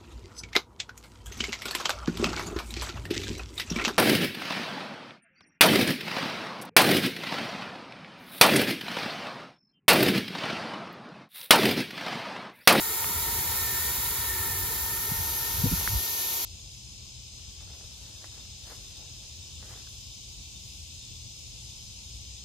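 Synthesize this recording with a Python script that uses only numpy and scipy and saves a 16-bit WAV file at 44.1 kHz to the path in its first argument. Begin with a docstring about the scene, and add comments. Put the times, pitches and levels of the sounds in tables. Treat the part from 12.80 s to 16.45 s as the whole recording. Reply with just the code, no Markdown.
"""A steady hiss of jets runs throughout: the burner of an old steam car, heard by a phone carried along its side.
The hiss is coloured noise with short echoes; the burner tubes howl softly, as noise rung by hollow resonances.
The flame flutters low over a firebox roar, both made of deep noise.
Near the end a puff of steam buffets the microphone, as short low swings of pressure with some noise.
A few small ticks, perhaps droplets, land close by: each is a very short burst of a sine."""
import sys
import numpy as np
from scipy import signal
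from scipy.fft import rfft, irfft
from scipy.io import wavfile
from scipy.ndimage import uniform_filter1d, map_coordinates

SR = 44100
rng = np.random.default_rng(int(sys.argv[2]) if len(sys.argv) > 2 else 0)


def to_wav(sig):
    """Store sig (one row per channel, or 1-D mono) as 16-bit WAV at the path in sys.argv[1].

    Samples outside -1..1 are clipped; the rate is SR.
    """
    pcm = np.clip(np.atleast_2d(sig), -1, 1) * 32767
    pcm = np.round(pcm).astype(np.int16)
    wavfile.write(sys.argv[1], SR, pcm.T)  # frames by channels


N = 160965

# the phone moves from beside the bonnet to beside the cab between these times
WALK_FROM_S, WALK_TO_S = 1.79, 2.48


def undb(db):
    """Decibels to gain."""
    return 10 ** (np.asarray(db) / 20)


def curve(rows, axis=1):
    """One column of a time table, joined by straight lines."""
    rows = np.array(rows)
    return np.interp(np.arange(N) / SR, rows[:, 0], rows[:, axis])


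def ramp(from_s, to_s):
    """Rises from 0 to 1 between two times."""
    return np.clip((np.arange(N) / SR - from_s) / (to_s - from_s), 0, 1)


def freqs():
    """Frequencies of the spectrum's bins in Hz, kept at 1 or more to allow logs and division."""
    return np.maximum(np.arange(N // 2 + 1) * SR / N, 1)


def colour(rows, axis=1):
    """One column of a spectrum table, joined on a log-frequency axis."""
    rows = np.array(rows)
    return np.interp(np.log(freqs()), np.log(rows[:, 0]), rows[:, axis])


def filtered(x, response):
    """Shape the spectrum of a sound."""
    return irfft(rfft(x) * response, N)


def low_part(x, split_hz):
    """What lies below a split frequency, with a steep edge."""
    return filtered(x, 1 / (1 + (freqs() / split_hz) ** 8))


def unit(x):
    """Scale to rms 1."""
    return x / np.sqrt(np.mean(x ** 2))


def walk(rate_hz):
    """Smooth random wandering with a spread of 1; a higher rate wanders faster."""
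    return unit(filtered(rng.standard_normal(N), np.exp(-(freqs() / rate_hz) ** 2)))


def hold(x, share, span_s):
    """Even out the strength of a sound over the given time (share 0-1); rms 1."""
    power = np.mean(x ** 2, axis=0)
    strength = np.sqrt(uniform_filter1d(power, int(span_s * SR)))
    return unit(x / strength ** share)


def pan(db):
    """Gains of the left and right channel for a left-right difference."""
    return undb(np.array([[1], [-1]]) * db / 2)


def noise(gain, coherence, lead=0):
    """Turbulence at two microphone ports, partly shared; left leads by the given radians."""
    mid, side = rfft(rng.standard_normal((2, N)))
    shared = np.clip(coherence, 0, 1)
    sign = np.array([[1], [-1]])
    pair = mid * np.sqrt((1 + shared) / 2) + sign * side * np.sqrt((1 - shared) / 2)
    turn = np.exp(1j * sign * lead / 2)
    return irfft(pair * gain * turn, N) * np.sqrt(SR / 2)


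def resonance(hz, width_hz):
    """Response of one resonance, 1 at its centre."""
    f = freqs()
    return 1 / (1 + 1j * (f / hz - hz / f) * hz / width_hz)


# Small ticks close by. Each row: time in seconds, level in dB, pitch in Hz, length in ms,
# left-right difference in dB, lag of the right port in ms.
TICK_ROWS = [(.2436, -22, 2300, .3, 4, 0.032), (.2445, -35, 2000, .35, 8, 0.0078),
             (.2453, -23, 990, 0.35, -4, 0), (3.013, -29.5, 698.6, 0.51, 4, 0),
             (3.0763, -13.5, 1670, 0.53, -3, 0.086)]


def ticks():
    """Dry ticks: a sine that swells and dies within a very few cycles."""
    t, out = np.arange(N) / SR, 0
    for at, db, hz, length_ms, pan_db, lag_ms in TICK_ROWS:
        # half the lag makes the left early, the other half makes the right late
        age = t - at - np.array([[-1], [1]]) * lag_ms / 2000
        shape = np.exp(-(1000 * age / length_ms) ** 2)
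        out = out - undb(db) * pan(pan_db) * shape * np.sin(2 * np.pi * hz * age)
    return out


# Gusts of the steam puff on the microphone.
# Each row: time in seconds, length in seconds, level in dB, centre in Hz.
GUST_ROWS = [(1.821, .008, -30.5, 75), (2.32, .006, -26.5, 140), (2.407, .02, -35, 90),
             (2.795, .014, -27.5, 95), (2.843, .0055, -18.5, 145), (2.858, .011, -28, 265),
             (2.858, .013, -38, 480), (2.869, .019, -24, 103), (2.922, .006, -25, 240),
             (2.934, .012, -26.5, 170), (3.11, .014, -33, 90), (3.135, .010, -26, 88),
             (3.168, .018, -23, 62)]
GUST_ROUGH = .18  # turbulent share of a gust's power (0-1)
GUST_FOCUS = 2.2  # higher keeps the turbulence closer to the centre
GUST_COHERENCE, GUST_STEADY_S = .5, .0105


def gusts():
    """Eddies strike the microphone, each a short low swing of pressure with turbulence around it."""
    t, out = np.arange(N) / SR, 0
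    for at, length_s, db, hz in GUST_ROWS:
        ratio = freqs() / hz
        spectrum = (ratio * np.exp(-ratio ** 2 / 2)) ** GUST_FOCUS
        eddy = hold(noise(spectrum, GUST_COHERENCE), 1, GUST_STEADY_S)
        swing = np.sqrt(2) * np.cos(2 * np.pi * (hz * t + rng.random()))
        gust = np.sqrt(1 - GUST_ROUGH) * swing + np.sqrt(GUST_ROUGH) * eddy
        out = out + gust * undb(db) * np.exp(-((t - at) / length_s) ** 2)
    return out


# Steady low roar of the firebox. Each row: frequency in Hz, level in dB per Hz.
ROAR_COLOUR = [(25, -84), (80, -88.5), (170, -78.5), (280, -86), (400, -76.5), (650, -103.5), (1500, -105)]


def firebox_roar():
    """Steady deep turbulence of the firebox, nearly alike at both ports."""
    return noise(undb(colour(ROAR_COLOUR)), coherence=0.94)


# Colour of the flame's rumble. Each row: frequency in Hz, relative level in dB.
FLAME_COLOUR = [(20, -32), (35, -6), (52, 3), (75, 6), (105, -0.5), (150, -9), (210, -12), (320, -21),
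                (600, -36), (1500, -102)]
# Each row: time in seconds, rumble level in dB, change of its deepest part in dB.
FLAME_LEVEL_ROWS = [(0, -49, -13), (.18, -48, -30), (.32, -39, -2), (.9, -40.5, -8), (1.43, -41, -1),
                    (1.82, -39.5, -2), (1.92, -42, 2), (2.25, -44, 0), (2.4, -42.5, 8), (2.68, -43.5, -2),
                    (2.8, -35.5, 1), (2.94, -39.5, 11), (3.0, -38, 2), (3.08, -42.5, 8), (3.17, -35, 5),
                    (3.24, -50, -11), (3.65, -53, -10)]
DEEP_HZ = 60  # the deepest part lies below this
BASS_COHERENCE = .93
FLUTTER_DB, FLUTTER_RATE_HZ = 1.7, 22
FLAME_HOLD, FLAME_HOLD_S = .7, .1  # how far the flame holds its strength (0-1), and over what time


def flame():
    """The flame's low rumble: deep noise with a fluttering level, nearly alike at both ports."""
    rumble = noise(undb(colour(FLAME_COLOUR)), BASS_COHERENCE)
    rumble = rumble * undb(FLUTTER_DB * walk(FLUTTER_RATE_HZ))
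    rumble = hold(rumble, FLAME_HOLD, FLAME_HOLD_S)
    deep = low_part(rumble, DEEP_HZ)
    rumble = rumble - deep + deep * undb(curve(FLAME_LEVEL_ROWS, axis=2))
    return rumble * undb(curve(FLAME_LEVEL_ROWS))


# Hollow resonances of the burner tubes. Each row: frequency in Hz, width in Hz, base level in dB,
# change of level beside the cab in dB, left-right difference in dB, coherence from 0 to 1, waver in dB.
TUBE_ROWS = [(369, 51, -57, -2, 3, 1, 3.5), (438.6, 58, -57, 3, 0.5, 0.75, 3),
             (780, 32, -63.5, -2, 10, 0.5, 3), (925.5, 51, -47, .5, 3, 0.8, 1.44),
             (1319, 85, -51.5, -0.5, 4.5, 0.7, 2), (1423, 17, -60.5, 5, -2, 0.77, 0.5),
             (1818.5, 32.4, -45.5, 2, -.5, 0.99, 1.7), (2140, 160, -63, 7, -1, 0.7, 1)]
# Each row: time in seconds, level change of the lower resonances in dB, of the upper ones in dB.
HOWL_ROWS = [(0, 3, -2), (.38, 2.9, -6), (.58, 2.5, -1.5), (.78, 3.5, -.5), (.94, 1, 4.5), (1.1, 2.5, -2.5),
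             (1.3, 0.8, -4), (1.56, 2, 4.5), (1.75, 1.5, 0), (1.95, 0.5, -2), (2.32, 1.2, 0),
             (2.58, -0.5, -2.5), (2.75, -0.5, -2), (2.9, 0, -6), (3.25, -2.5, 0), (3.65, -3.5, -2)]
# Each row: time in seconds, pitch of the lower resonances, of the upper ones, in per cent off their rest.
PITCH_ROWS = [(0, -0.4, 1.2), (.6, .3, 0.67), (.9, 0.92, -.8), (1.05, 1.85, -.1), (1.4, 1.3, -0.019),
              (1.8, -0.49, -0.81), (2.15, -0.63, -0.38), (2.35, -0.17, 0.53), (3.65, 0.58, -0.13)]
# Each row: time in seconds, lag of the right port behind the left in ms.
LAG_ROWS = [(0, .02), (1.1, -.03), (1.65, .02), (1.95, .09), (2.55, .13), (3.15, .19), (3.65, .26)]
UPPER_HZ = 1600  # resonances above this count as upper
TUBE_HOLD, TUBE_HOLD_S = .45, .02  # how far a ringing tube holds its strength (0-1), over what time
TUBE_DRIFT, TUBE_DRIFT_RATE_HZ = 0.00392, 5.26  # pitch drift as a fraction
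TUBE_WAVER_RATE_HZ = 16


def tubes():
    """The flow rings the burner tubes; each resonance wavers, and their pitch wanders with the flow."""
    drift = TUBE_DRIFT * walk(TUBE_DRIFT_RATE_HZ)
    lag = curve(LAG_ROWS) * SR / 1000  # in samples
    moved, out = ramp(WALK_FROM_S, WALK_TO_S), 0
    for hz, width_hz, db, cab_db, pan_db, coherence, waver_db in TUBE_ROWS:
        column = 2 if hz > UPPER_HZ else 1
        # a second, wider resonance trims the skirts of the first
        ring = noise(resonance(hz, width_hz) * resonance(hz, 5.9 * width_hz), coherence)
        left, right = hold(ring, TUBE_HOLD, TUBE_HOLD_S)
        # reading the ringing faster or slower bends its pitch
        at = np.arange(N) + np.cumsum(drift + curve(PITCH_ROWS, axis=column) / 100)
        left = map_coordinates(left, [at], mode="mirror")
        right = map_coordinates(right, [at - lag], mode="mirror")
        waver = waver_db * walk(TUBE_WAVER_RATE_HZ)
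        level_db = db + curve(HOWL_ROWS, axis=column) + cab_db * moved + waver
        out = out + np.array([left, right]) * pan(pan_db) * undb(level_db)
    return out


# reflections from bodywork and ground: first delays, how fast they slide at most, level of all together
ECHO_NEAR_S, ECHO_FAR_S, ECHO_SLIDE_S_PER_S, ECHO_DB = 0.001019, .011, 0.0001446, -9.5


def reflect(x, count=7):
    """Short sliding echoes comb the sound and give it a faintly hollow, shifting colour."""
    t, out = np.arange(N) / SR, x
    for place, slide in rng.random((count, 2)):
        start_s = ECHO_NEAR_S + place * (ECHO_FAR_S - ECHO_NEAR_S)
        delay = start_s + (2 * slide - 1) * ECHO_SLIDE_S_PER_S * t
        echo = np.array([map_coordinates(port, [(t - delay) * SR], mode="mirror") for port in x])
        out = out + echo * undb(ECHO_DB) / np.sqrt(count)
    return out / np.sqrt(1 + undb(ECHO_DB) ** 2)


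# Colour of the jets' hiss.
# Each row: frequency in Hz, level in dB per Hz beside the bonnet, level in dB per Hz beside the cab.
HISS_COLOUR = [(700, -83.5, -81), (1110, -80, -81), (1690, -79.5, -79), (2040, -76, -80),
               (2250, -74.5, -75.5), (2690, -80.5, -78), (3950, -72.5, -73), (3900, -75.5, -73.5),
               (5300, -75, -73.5), (6060, -75, -71.5), (6800, -73.5, -72.5), (7300, -71, -72.5),
               (8940, -69.5, -74), (10540, -69, -69.5), (12070, -71, -67.5), (13000, -71.5, -72.5),
               (14400, -71, -74.5), (15600.0, -76.5, -82.5)]
# Each row: frequency in Hz, left-right difference in dB beside the bonnet, the same beside the cab.
BALANCE_ROWS = [(650.0, -0.5, 4.1), (2280, -0.5, 1.8), (3000, 2, 8), (3870, -2, 4.9), (4440, 0.5, 1.0),
                (6100, -1, 5.6), (7160, 0.5, 0.36)]
# The hiss at the two microphone ports. Each row: frequency in Hz, coherence from 0 to 1 beside the bonnet,
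# coherence beside the cab, radians by which left leads beside the bonnet, the same beside the cab.
PORT_ROWS = [(650.0, 0.66, 0.5, 0.3, 0.6), (1550.0, 0.58, 0.54, 0.3, 1.4), (2250.0, 0.89, 0.17, 0.2, -0.0),
             (2800.0, 0.51, 0.45, 0.7, 0.5), (3700.0, 0.66, 0.35, 0.8, -0.5), (4500.0, 0.8, 0.77, 0.3, 0.2),
             (5300.0, 0.39, 0.22, -4.0, -0.1), (6100.0, 0.41, 0.53, -2.5, -1.1),
             (6900.0, 0.55, 0.44, -0.8, -1.7), (7700.0, 0.85, 0.81, -2.7, -2.9),
             (8350.0, 1.0, 1.0, -3.1, -3.1), (9200.0, 1.0, 1.0, -3.2, -3.2),
             (10200.0, 0.76, 0.76, -4.0, -3.8), (11800.0, 0.72, 0.78, -5.3, -5.3),
             (12700.0, 1.0, 1.0, -6.28, -6.28)]
# Each row: time in seconds, level change of the hiss below the split in dB, above the split in dB.
HISS_LEVEL_ROWS = [(0, .5, 1.1), (.55, 1.6, 1.5), (1.05, 2.1, 1.8), (1.75, -.6, .3), (2.3, -1.9, 1),
                   (2.85, 0, 1), (3.65, 1.2, 1)]
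HISS_SPLIT_HZ = 7500
CENTRED_HZ = 8200  # from here up, left and right are equally loud
HISS_FLICKER_DB, HISS_FLICKER_RATE_HZ = .35, 18
# a hollow opens in the middle of the hiss near the end
HOLLOW_FROM_S, HOLLOW_TO_S, HOLLOW_HZ, HOLLOW_WIDTH_HZ, HOLLOW_DB = 2.99, 3.23, 1700, 377, -9.5


def jets():
    """Broad turbulent hiss of the jets, whose colour changes as the phone moves along the car."""
    moved = ramp(WALK_FROM_S, WALK_TO_S)
    hiss = 0
    for place, share in ((1, 1 - moved), (2, moved)):
        balance = pan(colour(BALANCE_ROWS, axis=place) * (freqs() < CENTRED_HZ))
        bass_slope = np.minimum(freqs() / HISS_COLOUR[0][0], 1)
        gain = undb(colour(HISS_COLOUR, axis=place)) * balance * bass_slope
        coherence, lead = colour(PORT_ROWS, axis=place), colour(PORT_ROWS, axis=place + 2)
        hiss = hiss + np.sqrt(share) * noise(gain, coherence, lead)

    middle = filtered(hiss, np.exp(-((freqs() - HOLLOW_HZ) / HOLLOW_WIDTH_HZ) ** 2))
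    hiss = hiss - middle + middle * undb(HOLLOW_DB * ramp(HOLLOW_FROM_S, HOLLOW_TO_S))

    low = low_part(hiss, HISS_SPLIT_HZ)
    high = hiss - low
    flicker_db = HISS_FLICKER_DB * walk(HISS_FLICKER_RATE_HZ)
    high_db = curve(HISS_LEVEL_ROWS, axis=2) + flicker_db
    return low * undb(curve(HISS_LEVEL_ROWS)) + high * undb(high_db)


def scene():
    """Ticks, steam and burner together; only the hiss gets echoes."""
    return ticks() + gusts() + firebox_roar() + flame() + tubes() + reflect(jets())


LOW_CUT_HZ, TOP_HZ = 26, 15750


def record(dry):
    """The phone thins the deepest bass and cuts the top steeply."""
    thin = filtered(dry, 1 / (1 + (LOW_CUT_HZ / freqs()) ** 6))
    top_cut = signal.ellip(12, .1, 90, TOP_HZ, fs=SR, output="sos")
    return signal.sosfilt(top_cut, thin)


dry = scene()
out = record(dry)
to_wav(out)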